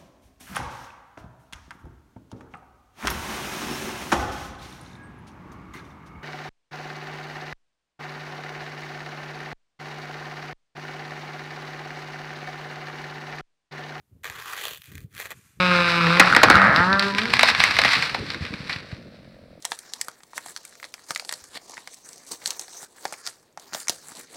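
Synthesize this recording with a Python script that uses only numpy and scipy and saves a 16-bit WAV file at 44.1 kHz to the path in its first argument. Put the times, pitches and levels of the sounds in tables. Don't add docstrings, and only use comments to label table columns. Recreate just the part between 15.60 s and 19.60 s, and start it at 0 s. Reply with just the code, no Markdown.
import sys
import numpy as np
from scipy import signal
from scipy.fft import rfft, irfft, next_fast_len
from scipy.io import wavfile
from scipy.ndimage import map_coordinates

SR = 44100
rng = np.random.default_rng(int(sys.argv[2]) if len(sys.argv) > 2 else 0)


def invert_db(level):
    return 10 ** (np.asarray(level, dtype=float) / 20)


def wav_out(sig):
    wavfile.write(sys.argv[1], SR, np.round(np.clip(np.atleast_2d(sig).T, -1, 1) * 32767).astype(np.int16))


N = 176400


def unit(x):
    return x / np.sqrt(np.mean(x ** 2) + 1e-20)


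def loud_unit(x, gate):
    return gate ** 2 * x / np.sqrt(np.sum(gate * x ** 2) / np.sum(gate))


def curves(rows, fade_s=0.0062):
    s, *cols = np.transpose(rows)
    t = np.arange(N) / SR
    fade_in = np.clip((t - s[0]) / fade_s + 1, 0, 1)
    fade_out = np.clip((s[-1] - t) / fade_s + 1, 0, 1)
    return [np.interp(t, s, c) for c in cols] + [fade_in * fade_out]


def wobble(rate_hz):
    knots = rng.standard_normal(int(N * rate_hz / SR) + 4)
    return map_coordinates(knots, [np.arange(N) * rate_hz / SR])


def white():
    return rng.standard_normal(N)


def filtered(x, response):
    m = 2 * next_fast_len(len(x) // 2 + 4096)
    return irfft(rfft(x, m) * response(np.fft.rfftfreq(m, 1 / SR)), m)[:len(x)]


def colour(points):
    def response(hz):
        f, db = np.transpose(points)
        level_db = np.interp(np.log(hz + 1), np.log(f + 1), db)
        cepstrum = irfft(np.log(invert_db(level_db) + 1e-6))
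        cepstrum[1:len(hz) - 1] *= 2
        cepstrum[len(hz):] = 0
        return np.exp(rfft(cepstrum))
    return response


def band(f, centre_hz, width_hz):
    return 1j * f * width_hz / (centre_hz ** 2 - f * f + 1j * f * width_hz)


def resonances(peaks):
    def response(f):
        return sum((-1) ** k * invert_db(db) * band(f, hz, width) for k, (hz, width, db) in enumerate(peaks))
    return response


def pulses(rate_hz, jitter, scatter_db):
    turns = np.cumsum(rate_hz) / SR
    chance = rng.standard_normal((1200, 2))[:int(turns[-1])]
    at = np.interp(np.arange(len(chance)) + .5, turns, np.arange(N))
    shift = chance[:, 0] * np.interp(at, np.arange(N), jitter / rate_hz) * SR
    at = np.clip(at + shift, 8, N - 9)
    k = np.arange(-7, 9)
    taps = np.sinc(k - (at % 1)[:, None]) * np.hanning(18)[1:-1] * invert_db(scatter_db * chance[:, 1:])
    clicks = np.bincount((at.astype(int)[:, None] + k).ravel(), taps.ravel(), N)
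    return clicks, 2 * np.pi * turns


# (time [s], firing rate [Hz], first order [dB], rasp [dB])
SAW_CUT = [
    (0, 182.6, -23.5, -15),
    (.2, 174.5, -25, -16.5),
    (.39, 170.2, -29, -17.5),
    (.48, 166.2, -23, -18.5),
    (.56, 174.6, -27, -15.5),
    (.62, 181.5, -22, -25.5),
    (.68, 189, -40, -15),
]
# (frequency [Hz], level [dB])
SAW_COLOUR = [(560, -9), (900, -8), (1200, -4), (1900, -6), (2700, -4), (4240, -12.5), (6400, -31),
              (16000, -58)]


def saw():
    chain_hz, slap_s, noise_db = 1500, .0008, -7
    hz, one_db, rasp_db, gate = curves(SAW_CUT, fade_s=.04)
    clicks, phase = pulses(hz, .004, scatter_db=1.5)
    slap = (.5 + .2 * wobble(12.15)) * np.roll(clicks, round(slap_s * SR))
    barks = unit(clicks + slap)
    chain = filtered(white() * (1 + np.cos(phase)), lambda f: f / (f - 1j * chain_hz))
    rasp = loud_unit(filtered(barks + invert_db(noise_db) * chain, colour(SAW_COLOUR)), gate)
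    orders_db = (0, -12, -2.5, -19)
    low = invert_db(one_db) * sum(invert_db(db) * np.sin(k * phase) for k, db in enumerate(orders_db, 1))
    return invert_db(rasp_db - 2.5) * rasp + np.sqrt(2) * gate * low


# (time [s], peak [dB], centre [Hz], length [s])
TRUNK_BREAKS = [
    (0.468, -4.5, 1170, 0.0081),
    (0.569, -8.5, 1397, 0.011),
    (0.597, 8, 2010, 0.0056),
    (0.749, 3, 1928, 0.0023),
    (0.764, 7.5, 1280, 0.0033),
    (0.827, -12.5, 1300, 0.0074),
    (0.832, 7, 900, 0.0074),
    (0.865, -22, 1486, 0.0025),
    (0.9, 8, 1368, 0.0033),
]
# (time [s], peak [dB], centre [Hz], length [s])
BRIGHT_SPLITS = [(1.1615, 1, 5060, 0.00067), (1.329, -4, 4140, 0.0012), (1.3553, -19, 3780, 0.0012),
                 (1.3946, 0.5, 4700, 0.0033), (1.4252, -4, 4340, 0.00084), (1.6175, -7.5, 3700, 0.002),
                 (1.2026, -20, 4000, 0.0011), (1.4586, -21, 4000, .001), (2.688, -22, 4040, .002),
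                 (3.075, -29.5, 4200, .001), (2.7023, -13, 3960, 0.0049), (3.1285, -12.5, 3900, 0.0051)]
# (time [s], peak [dB], length [s])
BRANCH_BREAKS = [(1.5487, -7, .002), (1.583, -2, 0.0069), (1.655, -7, 0.0015), (1.703, -9, 0.0036),
                 (1.736, 0.5, 0.003), (1.768, -4, 0.0024), (1.793, 3, 0.004), (1.81, 2.5, 0.0012),
                 (1.831, 7.5, 0.0044), (1.886, 1, 0.005), (1.899, -4, 0.0075), (1.949, 0.5, 0.0019),
                 (1.997, -5.5, 0.0065), (2.002, 1.5, 0.0036), (2.013, -8, 0.029), (2.038, 8, 0.002),
                 (2.049, -7.5, 0.0049), (2.079, -10.5, 0.0029), (2.109, -3.5, 0.0049),
                 (2.166, -6.5, 0.0056), (2.1874, 3, 0.0057), (2.216, -4, 0.0033), (2.237, -0.5, 0.0027),
                 (2.248, 0.5, 0.015), (2.2793, -2.5, 0.0066), (2.332, -2, 0.0067), (2.353, -5.5, 0.013),
                 (2.424, -5.5, 0.0066), (2.495, -13, 0.0077), (2.545, -9, 0.01), (2.745, -13.5, 0.004),
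                 (2.851, -13, 0.0055), (2.864, -19, 0.0077), (2.938, -15, 0.0059), (3.095, -15, 0.017),
                 (3.161, -15.5, 0.0038), (3.315, -27, 0.0057)]
# (frequency [Hz], level [dB])
SNAP_COLOUR = [(180, -40), (300, -3), (2140, -0.5), (4230, -5.5), (6520, -23.5), (10600, -37.5),
               (16000, -51.5)]


def cracks(rows, ring_db, gain_db, low_hz=0):
    rise_s, tail_s, tail_db, first_click = 0.00023, 0.042, -24.5, 5
    out, t = np.zeros(N + SR), np.arange(8192) / SR
    rise = 1 - np.exp(-t / rise_s)

    def wood(f):
        return colour(SNAP_COLOUR)(f) * ((f + 1) / (f + 1 - 1j * low_hz)) ** 2

    for s, db, hz, length_s in rows:
        splinters = rng.standard_normal(len(t)) * rise * np.exp(-t / max(length_s, .0006))
        splinters[round(SR / 2000)] = first_click
        burst = filtered(splinters, lambda f: wood(f) * (1 + invert_db(ring_db) * band(f, hz, .4 * hz)))
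        echoes = unit(filtered(rng.standard_normal(len(t)), lambda f: wood(f) / (1 + 1j * f / 5000)))
        tail = echoes * rise * np.exp(-t / tail_s)
        out[round(s * SR):][:len(t)] += invert_db(db + gain_db) * (burst / np.abs(burst).max() + invert_db(tail_db) * tail)
    return out[:N]


def breaks():
    thin_hz, branch_hz, spread_db = 1300, 2237, 1
    trunk = cracks(TRUNK_BREAKS, ring_db=4, gain_db=1.5)
    splits = cracks(BRIGHT_SPLITS, ring_db=14, gain_db=1.5, low_hz=thin_hz)
    rows = [(s, db, branch_hz * invert_db(spread_db * rng.normal()), d) for s, db, d in BRANCH_BREAKS]
    branches = cracks(rows, ring_db=-5.5, gain_db=0.5, low_hz=thin_hz)
    return trunk + splits + branches


# (time [s], slip rate [Hz], level [dB], unevenness [0-1])
TEAR_SLIPS = [
    (.62, 85, -19, 0.4),
    (.88, 96, -43.5, 0.2),
    (.93, 150, -19.5, 0.4),
    (1.02, 225, -18.5, .25),
    (1.1, 200, -20, .3),
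    (1.17, 215, -23.5, 0.16),
    (1.24, 400, -26.5, 0),
]
# (centre [Hz], width [Hz], level [dB])
HINGE_RINGS = [(876, 1150, -3.5), (1457, 700, 1), (1894, 560, 1), (4200, 1200, -14.5)]


def tear():
    wood = resonances(HINGE_RINGS)
    rate_hz, db, uneven, gate = curves(TEAR_SLIPS)
    clicks, _ = pulses(rate_hz, uneven, scatter_db=2)
    slips = filtered(clicks, lambda f: wood(f) ** 2) / np.sqrt(rate_hz)
    return invert_db(db) * loud_unit(slips, gate)


# (time [s], slip rate [Hz], first order [dB], second order [dB], upper orders [dB], fifth order [dB])
CREAK_SLIPS = [(.94, 94.5, -52, -28.5, -26.5, -47.5), (1.05, 97.07, -44.5, -21.5, -19.5, -43),
               (1.09, 118.3, -28.5, -32.5, -21.5, -55), (1.14, 150.5, -37, -36, -22, -36),
               (1.204, 174.4, -28.5, -30.5, -20.5, -22.5), (1.26, 182.9, -24.5, -33, -27, -26),
               (1.325, 195.3, -24.5, -30.5, -20.5, -24), (1.39, 197.3, -29, -34, -27, -28.5),
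               (1.47, 198.8, -29.5, -22.5, -27, -31), (1.53, 196.5, -30, -37, -38.5, -27.5),
               (1.585, 203.6, -34, -36, -38.5, -31.5), (1.625, 219.7, -29, -37, -37, -54),
               (1.67, 237.5, -36, -36, -39, -49.5), (1.72, 247.3, -42, -54, -44.5, -50.5),
               (1.92, 237.6, -38, -39, -47.5, -50.5)]
# (centre [Hz], width [Hz], level [dB])
STUMP_RINGS = [(585, 140, -5), (1300, 400, 0), (1780, 380, -2)]


def creak():
    stump = resonances(STUMP_RINGS)
    hz, one_db, two_db, top_db, five_db, gate = curves(CREAK_SLIPS)
    clicks, phase = pulses(hz, 0.0017, scatter_db=0.0)
    rings = filtered(clicks, lambda f: stump(f) * np.abs(stump(f)) ** .5) / np.sqrt(hz)
    tops = invert_db(top_db + 2 + 1.2 * wobble(15)) * loud_unit(rings, gate)
    low = sum(invert_db(db) * np.sin(k * phase) for k, db in ((1, one_db), (2, two_db), (5, five_db)))
    return tops + np.sqrt(2) * gate * low


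# (time [s], peak [dB])
FIBRE_SNAPS = [(0.116, -11), (0.15, -10), (0.1884, -10), (0.2863, -10.5), (0.3394, -13.5), (0.4094, -9.5),
               (0.4437, -10.5), (0.5044, -10), (0.5267, -10.5), (0.5387, -14), (0.6128, -0.5), (0.6234, -4),
               (0.6393, -13.5), (0.6516, -19), (0.6742, -9), (0.6893, -20), (0.7008, -8.5), (0.7123, -11),
               (0.7257, -2.5), (0.7352, -5.5), (0.778, -13.5), (0.789, -19.5), (0.8014, -14.5),
               (0.8167, -5), (0.8566, -7.5), (0.876, -11), (0.8848, -3), (0.9117, 1), (0.9204, -5.5),
               (0.9285, -6), (0.9424, -3), (0.9475, -4.5), (0.9543, 2), (0.9635, -4), (0.9701, -5),
               (0.976, -12), (0.9811, -8.5), (0.986, -9), (0.992, -15), (0.9971, -7.5), (1.0175, -9),
               (1.0174, -4), (1.027, -7.5), (1.0475, -9.5), (1.068, -15)]


def fibres():
    ring_hz, ring_s, snap_db = 1380, .0013, -7
    out, t = np.zeros(N + SR), np.arange(1024) / SR
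    for s, db in FIBRE_SNAPS:
        shape = t / ring_s * np.exp(1 - t / ring_s)
        ring = np.sin(2 * np.pi * ring_hz * invert_db(.5 * rng.normal()) * t) * shape ** 2
        snap = unit(filtered(rng.standard_normal(len(t)), colour(SNAP_COLOUR))) * np.exp(-t / ring_s)
        out[round(s * SR):][:len(t)] += invert_db(db) * (ring + invert_db(snap_db) * snap)
    return out[:N]


# (time [s], peak [dB], centre [Hz])
THUD_BLOWS = [(0.601, -9, 282), (.768, -8.5, 337), (0.835, 6.5, 580), (.845, -9, 760), (0.904, -3, 343),
              (.91, -4.5, 684), (1.833, -1.5, 750), (1.89, -12, 800), (2.189, -7.5, 700), (2.253, -20, 186),
              (2.251, -9.5, 800), (2.548, -11.5, 805), (2.808, -23, 96), (2.821, -22, 95),
              (2.905, -25.5, 129), (2.94, -26.5, 109), (3.003, -27.5, 136), (3.16, -28, 103),
              (3.327, -24.5, 98)]


def thuds():
    decay_s = 0.022
    out, t = np.zeros(N + SR), np.arange(4096) / SR
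    for s, db, hz in THUD_BLOWS:
        push = rng.standard_normal(len(t))
        push[40] += 3e4 / hz
        body = filtered(push * np.exp(-t / decay_s), lambda f: band(f, hz, hz) ** 2)
        out[round(s * SR):][:len(t)] += invert_db(db) * body / np.abs(body).max()
    return out[:N]


# (time [s], level [dB])
RUSTLE_LEVEL = [(.66, -23.5), (.95, -28.5), (1.2, -29), (1.5, -31.5), (1.68, -26.5), (1.85, -21),
                (1.93, -23.5), (2.01, -18.5), (2.1, -21.5), (2.26, -23.5), (2.45, -24.5), (2.6, -31.5),
                (2.8, -36), (3.05, -39), (3.13, -40), (3.3, -43), (3.47, -51.5), (4, -63.5)]
# (frequency [Hz], level [dB])
LEAF_COLOUR = [(180, -58), (300, -27.5), (762, -9.5), (1870, -1), (4230, -2), (6620, -19), (16000, -48)]


def crown():
    db, gate = curves(RUSTLE_LEVEL, fade_s=1.0)
    struck = rng.random(N) < 500 / SR * invert_db(5 * wobble(25))
    size_db = 3.5 * np.minimum(rng.exponential(size=N), np.pi)
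    ticks = struck * invert_db(size_db) * rng.choice([-1, 1], N)
    hiss = white() * invert_db(2.5 * wobble(36.0))
    leaves = unit(filtered(invert_db(-0.5) * unit(ticks) + hiss, colour(LEAF_COLOUR)))
    return gate * invert_db(db + 2.07 * wobble(18)) * leaves


# (time [s], firing rate [Hz], level [dB])
IDLE_RUN = [
    (2.5, 49.9, -48),
    (3.1, 46.57, -52),
    (3.5, 47.34, -51),
    (3.75, 43.25, -52),
    (4, 42.6, -52),
]
# (centre [Hz], width [Hz], level [dB])
MUFFLER_RINGS = [(170, 170, -1), (310, 150, -1), (570, 300, 0)]


def idle():
    muffler, top_hz = resonances(MUFFLER_RINGS), 720
    hz, db, gate = curves(IDLE_RUN)
    pops, _ = pulses(hz, .025, scatter_db=2)
    puffs = filtered(pops, lambda f: muffler(f) ** 2 / (1 + (f / top_hz) ** 10))
    return invert_db(db) * loud_unit(puffs, gate)


# (time [s], level [dB])
GROUND_LEVEL = [(0, -48), (.55, -45.5), (.9, -32), (1.25, -41), (1.5, -49.5), (1.85, -44.5), (2.4, -44.5),
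                (2.65, -45.5), (2.95, -50), (3.2, -54), (3.45, -54.5), (3.7, -64.5), (4, -66.5)]
# (frequency [Hz], level [dB])
RUMBLE_COLOUR = [(15, -33.5), (25, -39), (53, -10), (97, -1), (500, -6.5), (650, -28), (1100, -120)]


def rumble():
    db, _ = curves(GROUND_LEVEL)
    return invert_db(db + 8.0 + 3.66 * wobble(30)) * unit(filtered(white(), colour(RUMBLE_COLOUR)))


# (frequency [Hz], level [dB])
AIR_COLOUR = [(60, -11), (300, -10.5), (800, -32.5), (4000, -31), (6500, -45.5), (16000, -57)]


def air():
    return invert_db(-50.5) * unit(filtered(white(), colour(AIR_COLOUR)))


# (frequency [Hz], t60 [s])
WOODS_DECAY = [(200, 1), (2000, 0.49), (8000, 0.018)]


def woods(x):
    hz, t, z = signal.stft(rng.standard_normal(SR // 2), SR, nperseg=256)
    f, t60_s = np.transpose(WOODS_DECAY)
    decay = invert_db(-60 * t / np.interp(hz, f, t60_s)[:, None])
    tail = signal.istft(z * decay, SR, nperseg=256)[1]
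    return signal.fftconvolve(x, tail / np.linalg.norm(tail))[:N]


def scene():
    snaps = breaks()
    tones = saw() + tear() + creak() + fibres()
    echoes = invert_db(-17) * woods(snaps) + invert_db(-14) * woods(tones)
    return (snaps + tones + echoes + thuds() + crown() + idle() + rumble() + air())[None]


def top_cut(x):
    return signal.sosfilt(signal.butter(12, 16520, fs=SR, output="sos"), x)


# (centre [Hz], width [Hz], depth [0-1])
PATH_DIPS = [(384.3, 178, 0.57), (3162, 1730, 0.64), (6630, 2000, 0.63)]


def record(dry):
    clip_top, clip_hard = .72, 12

    def path(f):
        return np.prod([1 - min(depth, .95) * band(f, hz, width) for hz, width, depth in PATH_DIPS], axis=0)

    x = filtered(dry[0], path)
    x = filtered(x, lambda f: f / (f - 45j))
    x = x / (1 + np.abs(x / clip_top) ** clip_hard) ** (1 / clip_hard)
    return top_cut(x[None])


dry = scene()
out = record(dry)
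wav_out(out)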